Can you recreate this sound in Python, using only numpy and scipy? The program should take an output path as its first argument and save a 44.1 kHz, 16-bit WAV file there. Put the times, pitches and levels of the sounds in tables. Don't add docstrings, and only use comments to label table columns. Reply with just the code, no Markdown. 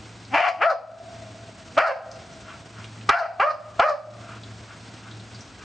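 import sys
import numpy as np
from scipy import signal
from scipy.fft import rfft, irfft
from scipy.io import wavfile
from scipy.ndimage import uniform_filter1d, minimum_filter1d

SR = 44100
rng = np.random.default_rng(int(sys.argv[2]) if len(sys.argv) > 2 else 0)


def inscribe(sig):
    pcm = np.round(np.clip(np.atleast_2d(sig).T, -1, 1) * 32767)
    wavfile.write(sys.argv[1], SR, pcm.astype(np.int16))


N = 248705
TIME = np.arange(N) / SR
BINS = np.fft.rfftfreq(N, 1 / SR)
BAND_LIMIT_HZ = 8800


def gain_of(db):
    return 10 ** (np.asarray(db) / 20)


def unit_rms(x):
    return x / np.sqrt(np.mean(x ** 2) + 1e-20)


def steadied(x, size=901):
    window = signal.windows.hann(size)
    power = signal.convolve(x ** 2, window, "same") / signal.convolve(np.ones(len(x)), window, "same")
    return x / np.sqrt(abs(power) + 1e-12)


def curve_at(points, hz):
    known_hz, values = np.transpose(points)
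    return np.interp(np.log(hz + 1), np.log(known_hz + 1), values)


def add(mix, start, sound):
    part = mix[max(round(start * SR), 0):][:len(sound)]
    part += sound[:len(part)]


def noise(spectrum):
    return unit_rms(irfft(rfft(rng.standard_normal(N)) * gain_of(curve_at(spectrum, BINS)), N))


def wander(t, rate_hz):
    slow = irfft(rfft(rng.standard_normal(N)) / (1 + (BINS / rate_hz) ** 4), N)
    return unit_rms(slow)[:len(t)]


def resonate(x, hz, width_hz):
    b, a = signal.iirpeak(hz, hz / width_hz, SR)
    return signal.lfilter(b, a, signal.lfilter(b, a, x))


# (time [s], relative level [dB])
HUM_SWELLS = [(0.0, -52), (0.1, -49.5), (0.26, -46), (1.24, -46), (1.41, -50.5), (1.52, -45), (1.64, -66),
              (1.76, -45), (2.2, -51.5), (2.58, -54), (2.82, -42.5), (3.06, -42), (4.2, -43.5), (4.4, -40),
              (4.74, -50.5), (4.98, -46.5), (5.36, -44.5), (5.5, -56)]

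def hum(hz=111.2, level_db=-1, waver_db=2.5, drift=0.0094, flutter=0.052, drone_db=-11):
    swell_db = np.interp(TIME, *np.transpose(HUM_SWELLS)) + waver_db * wander(TIME, 5.7)
    cycles = np.cumsum(hz * (1 + drift * wander(TIME, 6.1))) / SR
    tone = unit_rms(np.sin(2 * np.pi * cycles) * (1 + flutter * wander(TIME, 42)))
    drone = gain_of(drone_db) * unit_rms(resonate(rng.standard_normal(N), hz=195, width_hz=89))
    return gain_of(level_db + swell_db) * (tone + drone)


# (frequency [Hz], relative spectral density [dB])
AIR_SPECTRUM = [(25, -25.5), (52, -6.5), (112, -4), (146, -10.5), (192, -6.5), (329, -12), (592, -18),
                (653, -13.5), (899, -16.5), (1180, -18.5), (1400, -16), (1790, -19.5), (5660, -25),
                (8800, -31.5), (11400, -52), (19400, -120)]
# (frequency [Hz], correlation [0-1])
AIR_CORRELATION = [(30, 0.57), (70, 0.92), (250, 1), (1000, 0.91), (3000, 0.72), (6000, 1)]

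def air(level_db=-45, flicker_db=1.28):
    correlation = curve_at(AIR_CORRELATION, BINS)
    mid = irfft(rfft(noise(AIR_SPECTRUM)) * np.sqrt((1 + correlation) / 2), N)
    side = irfft(rfft(noise(AIR_SPECTRUM)) * np.sqrt((1 - correlation) / 2), N)
    return np.array([mid + side, mid - side]) * gain_of(level_db + flicker_db * wander(TIME, 36))


# (time [s], level [dB], centre frequency [Hz], decay time constant [s])
CLAW_TICKS = [(.25, -43.5, 4260, 0.0045), (2.114, -30, 5000, 0.0025), (2.33, -48, 5930, 0.0075),
              (2.843, -34, 3000, 0.0041), (3.011, -41, 2700, .006), (4.434, -41, 3510, 0.0095),
              (5.111, -44, 3720, 0.011), (5.198, -41, 4000, 0.0041), (5.346, -43.5, 4540, 0.013),
              (5.407, -42.5, 5600, 0.0057)]

def claws(width_hz=1500):
    ticks, t = np.zeros(N), TIME[:3000]
    for start, db, hz, decay in CLAW_TICKS:
        scratch = unit_rms(resonate(rng.standard_normal(len(t)), hz, width_hz))
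        add(ticks, start, gain_of(db) * np.exp(-t / decay) * scratch)
    return ticks


def step(t, centre, time_scale):
    return (1 + np.tanh((t - centre) / (2 * time_scale))) / 2


def articulation(row, release_s=0.04, release_db=-33, lead_in_db=-44, hoarse_mouth_hz=1231):
    onset, length, lead_in, level_db, change_db = row[:5]
    hoarse_hz, top_hz, end_hz, leap_at, sag_at = row[5:10]
    start_rough, note_rough, start_throat_hz, note_mouth_hz = row[10:14]
    start_mouth_db, note_mouth_db, rasp_db, note_upper_db, hiss_db = row[14:]
    t = np.arange(-lead_in, length + release_s, 1 / SR)
    effort_db = level_db + np.interp(t, [0, length, length + release_s], [0, change_db, change_db + release_db])
    effort_db += lead_in_db * np.maximum(-t / lead_in, 0) ** 0.77

    leap, sag = step(t, leap_at, 0.0115), step(t, sag_at, 0.0081)
    strain = np.sin(np.pi * leap) ** 2
    gape = np.exp(-((t / sag_at - 0.72) / 0.15) ** 2)
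    puff = np.exp(-((t - sag_at + 0.012) / 0.01) ** 2)
    rasp_gone = step(t, leap_at + 0.028, 0.0047)

    sag_hz = (end_hz - top_hz) * sag
    pitch_hz = hoarse_hz + (top_hz - hoarse_hz) * leap + sag_hz
    rough = start_rough + (note_rough - start_rough) * leap - 0.2 * strain + 0.19 * puff - 0.08 * sag
    rough = np.clip(rough, 0.1, 0.9)
    throat_hz = start_throat_hz + (top_hz + 67 - start_throat_hz) * leap + 0.38 * sag_hz
    mouth_hz = hoarse_mouth_hz + (note_mouth_hz - hoarse_mouth_hz) * leap
    flare_db, jaw_db = 8.5 * strain, 8 * gape - 3.5 * sag
    mouth_db = start_mouth_db + (note_mouth_db - start_mouth_db) * leap + flare_db + jaw_db
    upper_db = rasp_db + (note_upper_db - rasp_db) * rasp_gone + flare_db - 2 * puff
    hiss = gain_of(hiss_db) * (0.44 + 0.25 * strain + puff)
    return onset + t, effort_db, pitch_hz, rough, throat_hz, mouth_hz, mouth_db, upper_db, hiss


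def vocal_folds(t, pitch_hz, rough, subharmonic=0.63):
    jitter = 0.07 * wander(t, 90) + 0.08 * wander(t, 320)
    phase = 2 * np.pi * np.cumsum(pitch_hz * (1 + rough * jitter)) / SR
    pulses = unit_rms(sum(np.cos(k * phase) * (k * pitch_hz < BAND_LIMIT_HZ) for k in range(1, 24)))
    doubling = subharmonic * np.cos(phase / 2)
    shimmer = 0.7 * wander(t, 150)
    return pulses * (1 + rough * (doubling + shimmer)), phase


def formant(x, hz, width_hz):
    carrier = np.exp(2j * np.pi * np.cumsum(hz) / SR)
    pole = np.exp(-np.pi * width_hz / SR)
    baseband = signal.lfilter([(1 - pole) ** 2], [1, -2 * pole, pole ** 2], x / carrier)
    return steadied((carrier * baseband).real)


# (frequency [Hz], width [Hz], relative level [dB])
UPPER_FORMANTS = [(1920, 1100, 17), (2260, 270, 14), (2560, 530, 6)]
# (onset of full voice [s], length [s], lead-in [s], effort [dB], change over the length [dB],
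#  hoarse pitch [Hz], top pitch [Hz], end pitch [Hz], leap time [s], sag time [s],
#  start roughness [0-1], note roughness [0-1], start throat formant [Hz], note mouth formant [Hz],
#  start mouth level [dB], note mouth level [dB], start upper level [dB], note upper level [dB],
#  nose hiss [dB])
BARK_GESTURES = [ (0.347, 0.14, 0.046, -10, 1, 256.1, 727.6, 521, 0.028, 0.156, 0.42, 0.44, 820, 1220, -19, -14, -5.5, -5.5, -22.5),
                 (0.618, 0.1, 0.036, -5, 3, 301.7, 688.8, 476, 0.011, 0.1, 0.4, 0.29, 674, 1385, -4.5, -5.5, -6.5, -24.5, -27),
                 (1.780, 0.140, 0.019, -3, -8.5, 244.5, 690.5, 524.6, 0.019, 0.11, 0.35, 0.43, 660, 1423, -3.5, -4, -9, -13.5, -23.5),
                 (3.092, 0.170, 0.006, -2, -11.5, 332.2, 734.6, 649, 0.025, 0.116, 0.78, 0.482, 808, 1450, 9, -3, -3.5, -17, -22.5),
                 (3.400, 0.11, 0.0094, -3, -5, 321.8, 624, 538, 0.019, 0.126, 0.42, 0.19, 774, 1264, 0.5, -1, -8.5, -19, -28.5),
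                 (3.797, 0.12, 0.00873, -4, -3.5, 335.5, 634.4, 564, 0.027, 0.11, 0.39, 0.2, 739, 1330, -2, -5.5, -12.5, -23, -25.5),
                 ]

def barks(low_hz=430, high_hz=3200, chest_db=-20, nose_hz=4550):
    mix = np.zeros(N)
    voice_band = signal.butter(6, [low_hz, high_hz], "band", fs=SR, output="sos")
    for row in BARK_GESTURES:
        t, effort_db, pitch_hz, rough, throat_hz, mouth_hz, mouth_db, upper_db, hiss = articulation(row)
        pulses, phase = vocal_folds(t, pitch_hz, rough)
        breath = unit_rms((1 + 0.64 * np.cos(phase)) * rng.standard_normal(len(t)))
        source = (1 - rough) * pulses + rough * breath
        throat = formant(source, throat_hz, width_hz=250)
        mouth = formant(source, mouth_hz, width_hz=410)
        hoarse = source + 0.45 * breath
        upper = steadied(sum(gain_of(db) * resonate(hoarse, hz, w) for hz, w, db in UPPER_FORMANTS))
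        voice = throat - gain_of(mouth_db) * mouth + gain_of(upper_db) * upper
        voice = steadied(signal.sosfilt(voice_band, voice))
        chest = gain_of(chest_db + effort_db / 2) * np.sin(phase) / (1 + (pitch_hz / low_hz) ** 4)
        nose = hiss * unit_rms(resonate(breath, nose_hz, width_hz=1700))
        bark = gain_of(effort_db) * (voice + nose) + chest
        add(mix, t[0], bark * signal.windows.tukey(len(t), 0.03))
    return mix


def swell(peak_s, length_s):
    return np.exp(-(2 * (TIME - peak_s) / length_s) ** 2)


def squeak(peak_s=0.468, length_s=0.065, hz=1126, level_db=-15, octave_db=-22, waver=0.01):
    phase = 2 * np.pi * np.cumsum(hz * (1 + waver * wander(TIME, 60))) / SR
    tone = gain_of(level_db) * np.sin(phase) + gain_of(octave_db) * np.sin(2 * phase)
    return swell(peak_s, length_s) * tone


# (peak time [s], level [dB], length [s])
HUFF_BREATHS = [(2.505, -44, 0.1), (2.799, -47.5, 0.097), (4.321, -45.5, 0.14), (4.716, -46.5, 0.065),
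                (5.07, -48.5, 0.1), (5.625, -46.5, 0.057)]
# (frequency [Hz], relative level [dB])
HUFF_SPECTRUM = [(300, -69), (800, -1), (1400, 13.5), (1900, 0.5), (2600, 2.5), (4000, -11), (8000, -44)]

def huffs():
    envelope = sum(gain_of(db) * swell(peak, length) for peak, db, length in HUFF_BREATHS)
    return envelope * noise(HUFF_SPECTRUM)


def reverberation(bands, build_up_s, spread):
    bands, size = np.array(bands), 2 * SR
    hz, t, spectra = signal.stft(rng.standard_normal((2, size)), SR, nperseg=2048)
    decay_rate = np.log(1000) / curve_at(bands[:, [0, 2]], hz)[:, None]
    unit_energy = np.sqrt(2 * decay_rate / SR)
    band_gain = gain_of(curve_at(bands[:, :2], hz))[:, None]
    spectra *= unit_energy * band_gain * np.exp(-decay_rate * t)
    _, tail = signal.istft(spectra, SR, nperseg=2048)
    mid, side = tail[:, :size] * (1 - np.exp(-TIME[:size] / build_up_s))
    return np.array([mid + spread * side, mid - spread * side])


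# (frequency [Hz], level [dB], reverberation time [s])
PATIO_RING = [(150, -22, 0.58), (675, -2.5, 0.43), (1380, -14.5, 0.53), (2590, -11.5, 0.5),
              (5000, -2.5, 0.39), (8500, -4.5, 0.087)]
GARDEN_RING = [(150, -42, 1.5), (498, -28, 3.3), (622, -45.5, 5.4), (653.4, -13, 2.21), (781, -24.5, 0.67),
               (1360, -24, 0.75), (2600, -26, 0.28), (8000, -31.5, .6)]
# (delay [s], left gain [ratio], right gain [ratio])
REFLECTIONS = [(.0029, 0.36, -0.067), (.0083, -0.32, -0.45), (.0147, 0.29, 0.25), (.0235, .14, .06),
               (.036, 0.045, -0.16)]
# (time [s], left minus right level [dB])
DOG_BALANCE = [(.5, 2), (1.8, 0.5), (3.2, 0.5), (3.9, 0.5)]

def outdoors(x):
    response = reverberation(PATIO_RING, build_up_s=0.0033, spread=0.24)
    response += reverberation(GARDEN_RING, build_up_s=0.045, spread=0.17)
    response[:, 0] += 1
    for delay, left, right in REFLECTIONS:
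        response[:, round(delay * SR)] += left, right
    lean_db = np.interp(TIME, *np.transpose(DOG_BALANCE)) / 2
    return signal.fftconvolve(x[None], response, axes=1)[:, :N] * gain_of([lean_db, -lean_db])


def scene():
    dog = huffs() + claws() + squeak() + barks()
    return outdoors(dog) + hum() + air()


def limiter(x, threshold_db=-15.5, attack_db_per_s=800, hold_s=0.14, release_db_per_s=70):
    power_db = 10 * np.log10(abs(uniform_filter1d((x ** 2).mean(0), 130)) + 1e-12)
    over_db = np.maximum(power_db - threshold_db, 0)
    size = 2 * int(hold_s * SR / 2) + 1
    held_db = -minimum_filter1d(-over_db, size, origin=size // 2, mode="nearest")
    climb, fall = TIME * release_db_per_s, TIME * attack_db_per_s
    wanted_db = np.maximum.accumulate(held_db + climb) - climb
    cut_db = np.minimum.accumulate(wanted_db - fall) + fall
    return x / gain_of(uniform_filter1d(cut_db, size=90))


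def overdrive(x, ceiling=0.42, bias=0.3):
    rail = ceiling * (1 - bias * np.sign(x))
    return x / (1 + (x / rail) ** 8) ** (1 / 8)


# (frequency [Hz], width [Hz], depth [0-1])
RESPONSE_DIPS = [(863, 26, 0.62), (1780, 44, 0.84)]

def record(dry, bass_cut_hz=62):
    clipped = overdrive(limiter(dry))
    notches = [1 - depth / (1 + 2j * (BINS - hz) / width) for hz, width, depth in RESPONSE_DIPS]
    s = 1j * BINS / bass_cut_hz
    high_pass = s ** 2 / (s ** 2 + np.sqrt(2) * s + 1)
    coloured = irfft(rfft(clipped) * np.prod(notches, axis=0) * high_pass, N)
    low_pass = signal.firwin(1001, BAND_LIMIT_HZ, window=("kaiser", 8), fs=SR)
    return signal.oaconvolve(coloured, low_pass[None], "same")


dry = scene()
out = record(dry)
inscribe(out)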